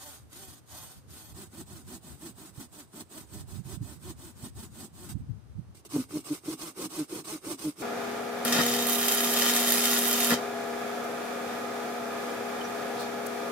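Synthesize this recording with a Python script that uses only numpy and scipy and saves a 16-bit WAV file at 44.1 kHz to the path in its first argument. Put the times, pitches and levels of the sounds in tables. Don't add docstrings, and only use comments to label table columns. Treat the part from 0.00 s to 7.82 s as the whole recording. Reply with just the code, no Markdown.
import sys
import numpy as np
from scipy import signal
from scipy.fft import rfft, irfft, next_fast_len
from scipy.io import wavfile
from scipy.ndimage import uniform_filter1d

SR = 44100
rng = np.random.default_rng(int(sys.argv[2]) if len(sys.argv) > 2 else 0)


def transcribe(signal):
    frames = np.atleast_2d(signal).T
    limited = np.clip(frames, -1, 1)
    pcm = np.round(limited * 32767).astype(np.int16)
    wavfile.write(sys.argv[1], SR, pcm)


N = 344862
TIME = np.arange(N) / SR
SIZE = next_fast_len(N + 8192, True)
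FREQ = np.maximum(np.arange(SIZE // 2 + 1) * SR / SIZE, 1)

# (start [s], end [s], level [dB])
STROKES = [(-0.089, 0.253, -47.5), (0.287, 0.602, -49.5), (0.643, 1.033, -47.0), (1.065, 1.45, -51.5),
           (1.316, 1.486, -48.5), (1.475, 1.653, -45.5), (1.64, 1.839, -49), (1.807, 2.003, -46.5),
           (1.999, 2.172, -50), (2.129, 2.337, -45.5), (2.336, 2.52, -49.5), (2.499, 2.678, -46),
           (2.699, 2.865, -49.5), (2.883, 3.052, -46), (3.079, 3.258, -46.5), (3.231, 3.452, -47.0),
           (3.455, 3.617, -48.5), (3.597, 3.787, -45), (3.793, 3.986, -49.5), (3.963, 4.149, -45),
           (4.152, 4.338, -49), (4.315, 4.514, -46.5), (4.532, 4.69, -48), (4.663, 4.896, -46.5),
           (4.913, 5.139, -49), (5.877, 6.068, -41.5), (6.056, 6.238, -42.5), (6.223, 6.41, -42),
           (6.403, 6.578, -40.5), (6.559, 6.733, -40.5), (6.723, 6.892, -38.5), (6.877, 7.065, -40),
           (7.054, 7.235, -39.0), (7.226, 7.4, -39.5), (7.392, 7.573, -38), (7.56, 7.739, -41),
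           (7.737, 7.89, -41.0)]
HOLD_BOUNDS_S = [0, 1.328, 5.7, 7.9]
# (hardest bite [0-1 of stroke], sharpness of swell [power],
# top tooth rate of a usual stroke [Hz], rasp against blade [dB], branch against blade [dB])
ARM_HAND = [(.35, 1.61, 320, -6, -18), (.28, .56, 298, -8, -10)]
ARM_KNEEL = [(.52, 1.2, 379.7, -8, -3), (.72, 2.63, 300.2, -9.5, -1.65)]
ARM_STAND = [(.45, 1.3, 319.2, -7, -7), (.65, 2.15, 400, -6.5, -0.5)]
# (frequency [Hz], width [Hz], lift [dB])
BLADE_HAND = [(3400, 1100, 5.5), (4550, 300, 5.5), (5130, 220, 2), (6720, 320, 9), (10540, 650, 5.5),
              (12030, 370, 11.5), (13000, 200, 10), (13540, 224, 13)]
BLADE_KNEEL = [(1640, 140, 4.2), (5000, 100, 2.2), (6790, 100, 11), (7450, 52, 3.8), (7990, 240, 7.2),
               (11350, 240, 1.5), (11400, 110, 3.5), (12998, 58, 1.3), (15200, 130, 3.3)]
BLADE_STAND = [(2180, 360, 9.3), (2790, 120, 7.4), (4940, 44, 2), (5380, 120, 3.8), (7030, 110, 10.4),
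               (10180, 370, 4.9), (11970, 140, 3.6), (12800, 130, 5.6), (13400, 230, 4.7)]
# (frequency [Hz], relative level [dB])
SLOPE_HAND = [(900, -13), (2000, -12), (3000, -11.5), (6000, -8), (10000, -7.5), (15400, -15)]
SLOPE_KNEEL = [(900, -5.5), (2000, -12), (3600, -6.5), (6000, -8), (10000, -7), (15400, -9.5)]
SLOPE_STAND = [(900, -11.5), (1800, -21.5), (2400, -12), (4400, -7.5), (6200, -7), (10000, -9),
               (15400, -13.5)]
# (frequency [Hz], relative level [dB])
RASP_TONE = [(250, -30), (450, -11), (560, -1.8), (680, 4.2), (850, 1.3), (1150, 0.2), (1500, -0.6),
             (1850, -10.5), (2600, -16), (5000, -17)]
# (frequency [Hz], width [Hz], lift [dB])
CUT_HAND = [(760, 100, 5), (1380, 300, 1.5)]
CUT_KNEEL = [(693, 86, 2.2), (940, 680, 2.2), (1330, 100, 0.95)]
CUT_STAND = [(430, 300, 6.4), (1190, 300, 7.9)]
# (frequency [Hz], width [Hz], relative level [dB])
BRANCH_HAND = [(150, 80, -29), (260, 58, 3), (383, 240, -7.5)]
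BRANCH_KNEEL = [(183.6, 91, 0), (247, 98, 2), (323.5, 90, 0.5), (397, 72, -4)]
BRANCH_STAND = [(116, 48, -5), (188.55, 56, -3.5), (263, 12, -0.5), (312, 31, 3.5), (410, 133, -2)]
# (time [s], level [dB], left minus right [dB])
WIND = [(0.0, -72.5, 12), (0.06, -62, -4), (0.49, -60.5, 4.5), (1.9, -57.5, -2), (1.97, -59, -14),
        (2.15, -55, 25), (2.25, -62.5, -8), (2.61, -66, -9), (2.66, -62.5, 3), (3.14, -70, -0.5),
        (3.36, -48.5, -11), (3.5, -57, -3.5), (3.55, -46.5, -32), (4.33, -53, 8), (4.95, -58, 1),
        (5.07, -54.5, 8.0), (5.16, -44, -18.0), (5.28, -49, 12), (5.47, -55, 10), (5.6, -45, -16),
        (5.65, -51.5, 6), (5.85, -63.5, -4)]
# (frequency [Hz], relative level [dB])
WIND_COLOUR = [(20, -33), (40, -28), (70, -0.5), (110, 0), (160, -6.5), (240, -15), (400, -32.5),
               (900, -67)]
# (centre [s], level [dB], left minus right [dB])
BUFFETS = [(2.125, -42, 4), (2.583, -35.5, -11), (3.595, -33, -20), (3.659, -35.5, -7), (3.815, -25, -4),
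           (4.435, -35.5, -3), (5.154, -31.5, -30), (5.3, -35, 24), (5.585, -31, -21)]
# (frequency [Hz], relative level [dB])
WAKE_COLOUR = [(40, -35), (110, 4), (220, -6.5), (330, -11.5), (480, -40), (900, -62)]
# (frequency [Hz], relative level [dB])
AIR_COLOUR = [(150, -12), (300, 0.5), (600, -7), (1200, -10), (2200, -18.5), (4000, -20.5), (6500, -21),
              (8200, -28.5), (10500, -24.5), (15000, -33.5)]
# (start [s], length [s], level [dB])
SCRAPES = [(0.328, 0.006, -49.5), (0.973, 0.017, -61), (2.724, 0.036, -58), (3.204, 0.0092, -53),
           (5.088, .048, -43.5), (5.745, 0.07, -54.5), (5.849, 0.023, -45), (6.243, 0.017, -55),
           (6.588, 0.014, -50), (7.243, 0.014, -53), (7.588, 0.013, -54)]
# (blade [dB], rasp [dB], branch [dB])
SCRAPE_MIX_DB = (-0.5, -15.5, -8)
# (start [s], level [dB])
SNAGS = [(2.933, -52), (5.848, -55), (5.953, -34), (6.155, -45)]
# (blade [dB], rasp [dB], branch [dB])
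SNAG_MIX_DB = (-24, -11.5, 1)
# (centre [s], length [s], level [dB], pitch at centre [Hz])
SHUDDERS = [(5.958, 0.067, -27.5, 296.3), (5.993, .09, -31, 262), (6.164, 0.088, -29.5, 303.7),
            (6.322, 0.054, -27, 297.8), (6.488, 0.033, -31, 310), (6.54, .051, -46, 304),
            (6.799, 0.037, -38.5, 356), (6.849, 0.049, -37.5, 313), (7.007, 0.083, -28, 307),
            (7.131, 0.028, -34, 339), (7.346, 0.072, -35.5, 315), (7.472, .022, -34, 309),
            (7.536, 0.047, -37.5, 284.6), (7.674, .087, -28, 306), (7.815, 0.033, -34.5, 318.2)]
# (frequency [Hz], width [Hz], lift [dB])
HOUSING = [(5620, 110, -6), (7070, 260, -10), (8400, 1150, 7), (11270, 250, -15)]
# (frequency [Hz], left minus right [dB])
PORT_BALANCE = [(300, -0.5), (1500, -1.5), (3500, -1), (5000, -3), (6500, -0.5), (8100, -13.5), (9200, -4),
                (10400, 8), (11700, 0), (15000, -1)]

PULL_EASE_S, PUSH_EASE_S = 0.025, 0.041
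TOOTH_RATE_PER_DB = 0.28
BUFFET_HZ, BUFFET_CYCLES = 121, 2.3
WAKE_S, WAKE_DB = 0.05, -9
SNAG_S = 0.031
SHUDDER_FOLLOW = 0.22
PORT_LAG_S = 7e-5
TOP_HZ = 15550


def undb(db):
    return 10 ** (np.asarray(db) / 20)


def noise():
    return rng.standard_normal((2, N))


def walk(rate):
    k = max(int(SR / rate), 1)
    steps = np.repeat(rng.standard_normal(N // k + 1), k)
    return 1.27 * uniform_filter1d(steps, k)[:N]


def slope_db(points):
    hz, db = np.transpose(points)
    return np.interp(np.log(FREQ), np.log(hz), db)


def bells_db(rows):
    return sum(db / (1 + (2 * (FREQ - hz) / width) ** 2) for hz, width, db in rows)


def filtered(x, response):
    return irfft(rfft(x, SIZE) * response, SIZE)[..., :N]


def coloured(x, response):
    return filtered(x, response / np.sqrt(np.mean(np.abs(response) ** 2)))


def spread(pair, side_db):
    side = undb(side_db)
    return (pair[0] + side * pair[1] * np.array([[1], [-1]])) / np.sqrt(1 + side ** 2)


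def window(centre, length):
    return np.cos(np.pi * np.clip((TIME - centre) / length, -.5, .5)) ** 2


def jolt(start, length):
    return np.interp(TIME - start, [0, length / 10, length], [0, 1, 0]) ** .5


def ringing(x, rings, place):
    out = 0
    for spot, ring in zip(np.linspace(0, 1, len(rings)), rings):
        near = np.sqrt(np.maximum(1 - np.abs(place - spot) * (len(rings) - 1), 0))
        ring = ring / np.linalg.norm(ring, axis=1, keepdims=True)
        out = out + signal.fftconvolve(x * near, ring, axes=1)[:, :N]
    return out


def strokes_by_hold():
    for first, last, ways in zip(HOLD_BOUNDS_S, HOLD_BOUNDS_S[1:], (ARM_HAND, ARM_KNEEL, ARM_STAND)):
        rows = np.array([row for row in STROKES if first <= (row[0] + row[1]) / 2 < last])
        for k, row in enumerate(rows):
            pushing = k % 2
            effort_db = row[2] - rows[pushing::2, 2].mean()
            yield row, (first, last), pushing, ways[pushing], effort_db


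def arm(rate_power=.65, rest_db=-73, snag_db=1.45):
    rate, place, drive = np.full(N, 40.), np.zeros(N), np.zeros((3, N))
    for (start, end, db), hold, pushing, way, effort_db in strokes_by_hold():
        crest, power, tooth_hz, rasp_db, branch_db = way
        on = slice(*np.searchsorted(TIME, np.clip([start, end], *hold)))
        u = (TIME[on] - start) / (end - start)
        swing = np.interp(u, [0, np.clip(crest, .1, .9), 1], [0, .5, 1])
        speed = np.abs(np.sin(np.pi * (u + swing) / 2)) ** (rate_power * power)
        pressure = np.abs(np.sin(np.pi * swing)) ** power
        top_rate = tooth_hz * (1 + TOOTH_RATE_PER_DB * effort_db)
        rate[on] = np.maximum(top_rate * speed, rate[on])
        reach = rng.uniform(.5, 1)
        place[on] = (1 + (-1) ** pushing * np.cos(np.pi * u) * reach) / 2
        ease = np.minimum((TIME[on] - start) / (PUSH_EASE_S if pushing else PULL_EASE_S), 1)
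        levels = undb([db, db + rasp_db, db + branch_db])[:, None]
        drive[:, on] += levels * ease * pressure
    drive *= undb(snag_db * walk(70))
    moving = uniform_filter1d(1. * (drive[0] > 0), SR // 10)
    drive[0] += undb(rest_db) * np.sqrt(np.abs(moving))
    return rate, place, drive


def teeth(rate, jitter=0.026, scatter_db=1.5, set_db=6.0):
    turns = np.cumsum(rate * undb(.18 * walk(45))) / SR + jitter * walk(300)
    tooth = np.floor(turns + 1).astype(int)
    scatter = np.clip(rng.standard_normal(4096), -2, 2)[tooth]
    size = undb(scatter_db * scatter + set_db * (-1.) ** tooth)
    size /= np.sqrt(np.mean(size ** 2))
    bites = np.diff(tooth, prepend=tooth[0]) > 0
    return bites * size * np.sqrt(SR / rate), turns % 1


def tearing(phase, depth=0.24, grain_db=0.5):
    gate = (1 + depth * np.cos(2 * np.pi * phase)) * undb(grain_db * walk(700))
    return noise() * gate / np.sqrt(np.mean(gate ** 2))


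def steel(tear, place, t60=0.039, direct=0.17, count=120, size=6):
    t = TIME[:4096]
    hz = (np.arange(count) + rng.random((size, count)))[..., None] * SR / 2 / count
    modes = np.sin(2 * np.pi * hz * t) * np.exp(-np.log(1000) * t / t60)
    strengths = np.cos(2 * np.pi * rng.random((size, 2, count)))
    spectra = rfft(strengths @ modes)
    spectra /= np.sqrt(uniform_filter1d(np.abs(spectra) ** 2, size=64))
    return (direct * tear + ringing(tear, irfft(spectra), place)) / np.hypot(1, direct)


def green_wood(knocks, place, t60=0.035, side_db=-7.0, count=5):
    t = TIME[:2048]
    decay = np.exp(-np.log(1000) * t / t60)
    rings = [spread(rng.standard_normal((2, len(t))), side_db) * decay for _ in range(count)]
    return ringing(np.array([knocks, knocks]), rings, place)


def branch_response(modes, low_hz=110, high_hz=480):
    ring = 0
    for k, (hz, width, db) in enumerate(modes):
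        ring = ring + (-1) ** k * undb(db) / (1 + 1j * (FREQ / hz - hz / FREQ) * hz / width)
    return ring / (1 + (low_hz / FREQ) ** 4) / (1 + (FREQ / high_hz) ** 6)


def saw(rate, place, drive, blade_db=-0.71, rasp_db=-0.47, branch_db=1, rasp_tear=0.44, branch_tear=0.86):
    blade_drive, rasp_drive, branch_drive = drive
    knocks, phase = teeth(rate)
    tear = tearing(phase)
    hiss = steel(tear * blade_drive, place)
    push = (knocks + branch_tear * spread(tear, -12.0)) * branch_drive / np.hypot(1, branch_tear)
    rasp = green_wood(knocks, place) + rasp_tear * spread(tear, -11)
    rasp = rasp * rasp_drive / np.hypot(1, rasp_tear)
    holds = [(BLADE_HAND, SLOPE_HAND, CUT_HAND, BRANCH_HAND),
             (BLADE_KNEEL, SLOPE_KNEEL, CUT_KNEEL, BRANCH_KNEEL),
             (BLADE_STAND, SLOPE_STAND, CUT_STAND, BRANCH_STAND)]
    out = 0
    for start, end, (blade, slope, cut, branch) in zip(HOLD_BOUNDS_S, HOLD_BOUNDS_S[1:], holds):
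        held = (TIME >= start) & (TIME < end)
        out += undb(blade_db) * coloured(hiss * held, undb(slope_db(slope) + bells_db(blade)))
        out += undb(rasp_db) * coloured(rasp * held, undb(slope_db(RASP_TONE) + bells_db(cut)))
        out += undb(branch_db) * coloured(push * held, branch_response(branch))
    return out


def wind_rumble(wind_db=1.87, flutter_db=3.0, calm_db=-11, calm_s=0.69):
    s, *columns = np.transpose(WIND)
    db, pan_db = (np.interp(TIME, s, c) for c in columns)
    db = db + calm_db * np.clip((TIME - s[-1]) / calm_s, 0, 1)
    sides = undb(np.array([pan_db, -pan_db]) / 2)
    sides *= 2 / np.sqrt(np.sum(sides ** 2, axis=0))
    rumble = coloured(noise(), undb(slope_db(WIND_COLOUR)))
    return rumble * sides * undb(db + wind_db + flutter_db * walk(25))


def forest(air_db=-64.0):
    return undb(air_db + .5 * walk(2.7)) * coloured(spread(noise(), -1.5), undb(slope_db(AIR_COLOUR)))


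def scrapes():
    total = sum(undb(db) * jolt(start, length) for start, length, db in SCRAPES)
    return undb(SCRAPE_MIX_DB)[:, None] * total


def buffets():
    out = np.zeros((2, N))
    eddies = undb(WAKE_DB) * coloured(noise(), undb(slope_db(WAKE_COLOUR)))
    for centre, db, pan_db in BUFFETS:
        sides = undb([pan_db / 2, -pan_db / 2])[:, None]
        thump = window(centre, BUFFET_CYCLES / BUFFET_HZ) * np.cos(2 * np.pi * BUFFET_HZ * (TIME - centre))
        wake = eddies * window(centre + WAKE_S / 5, WAKE_S)
        out += 2 * sides / sides.sum() * undb(db) * (thump + wake)
    return out


def snags():
    total = sum(undb(db) * jolt(start, SNAG_S) for start, db in SNAGS)
    return undb(SNAG_MIX_DB)[:, None] * total


def shudders(rate, rough_db=1.53, half_db=-15.0, overtone_db=-24):
    out, wobble = np.zeros(N), undb(rough_db * walk(250))
    for centre, length, db, hz in SHUDDERS:
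        on = slice(*np.searchsorted(TIME, [centre - length / 2, centre + length / 2]))
        u = (TIME[on] - centre) / length + .5
        pitch = hz * (rate[on] / np.interp(centre, TIME, rate)) ** SHUDDER_FOLLOW
        angle = 2 * np.pi * (np.cumsum(pitch) / SR + rng.random())
        half_lines = np.sin(angle / 2) + np.sin(angle + angle / 2) / 2
        tone = np.sin(angle) + undb(half_db) * half_lines + undb(overtone_db) * np.sin(2 * angle)
        out[on] += np.sqrt(2) * undb(db) * np.sin(np.pi * u) ** 2 * tone
    return out * wobble


def scene():
    rate, place, drive = arm()
    drive += scrapes() + snags()
    return saw(rate, place, drive) + wind_rumble() + forest() + buffets() + shudders(rate)


def record(dry):
    balance_db = slope_db(PORT_BALANCE)
    sides = undb(np.array([balance_db, -balance_db]) / 2)
    sides /= np.sqrt(np.mean(sides ** 2, axis=0))
    lag = np.exp(-2j * np.pi * FREQ * np.array([[PORT_LAG_S], [0]]))
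    low_pass = 1 / np.sqrt(1 + (FREQ / TOP_HZ) ** 300)
    return filtered(dry, sides * lag * undb(bells_db(HOUSING)) * low_pass)


dry = scene()
out = record(dry)
transcribe(out)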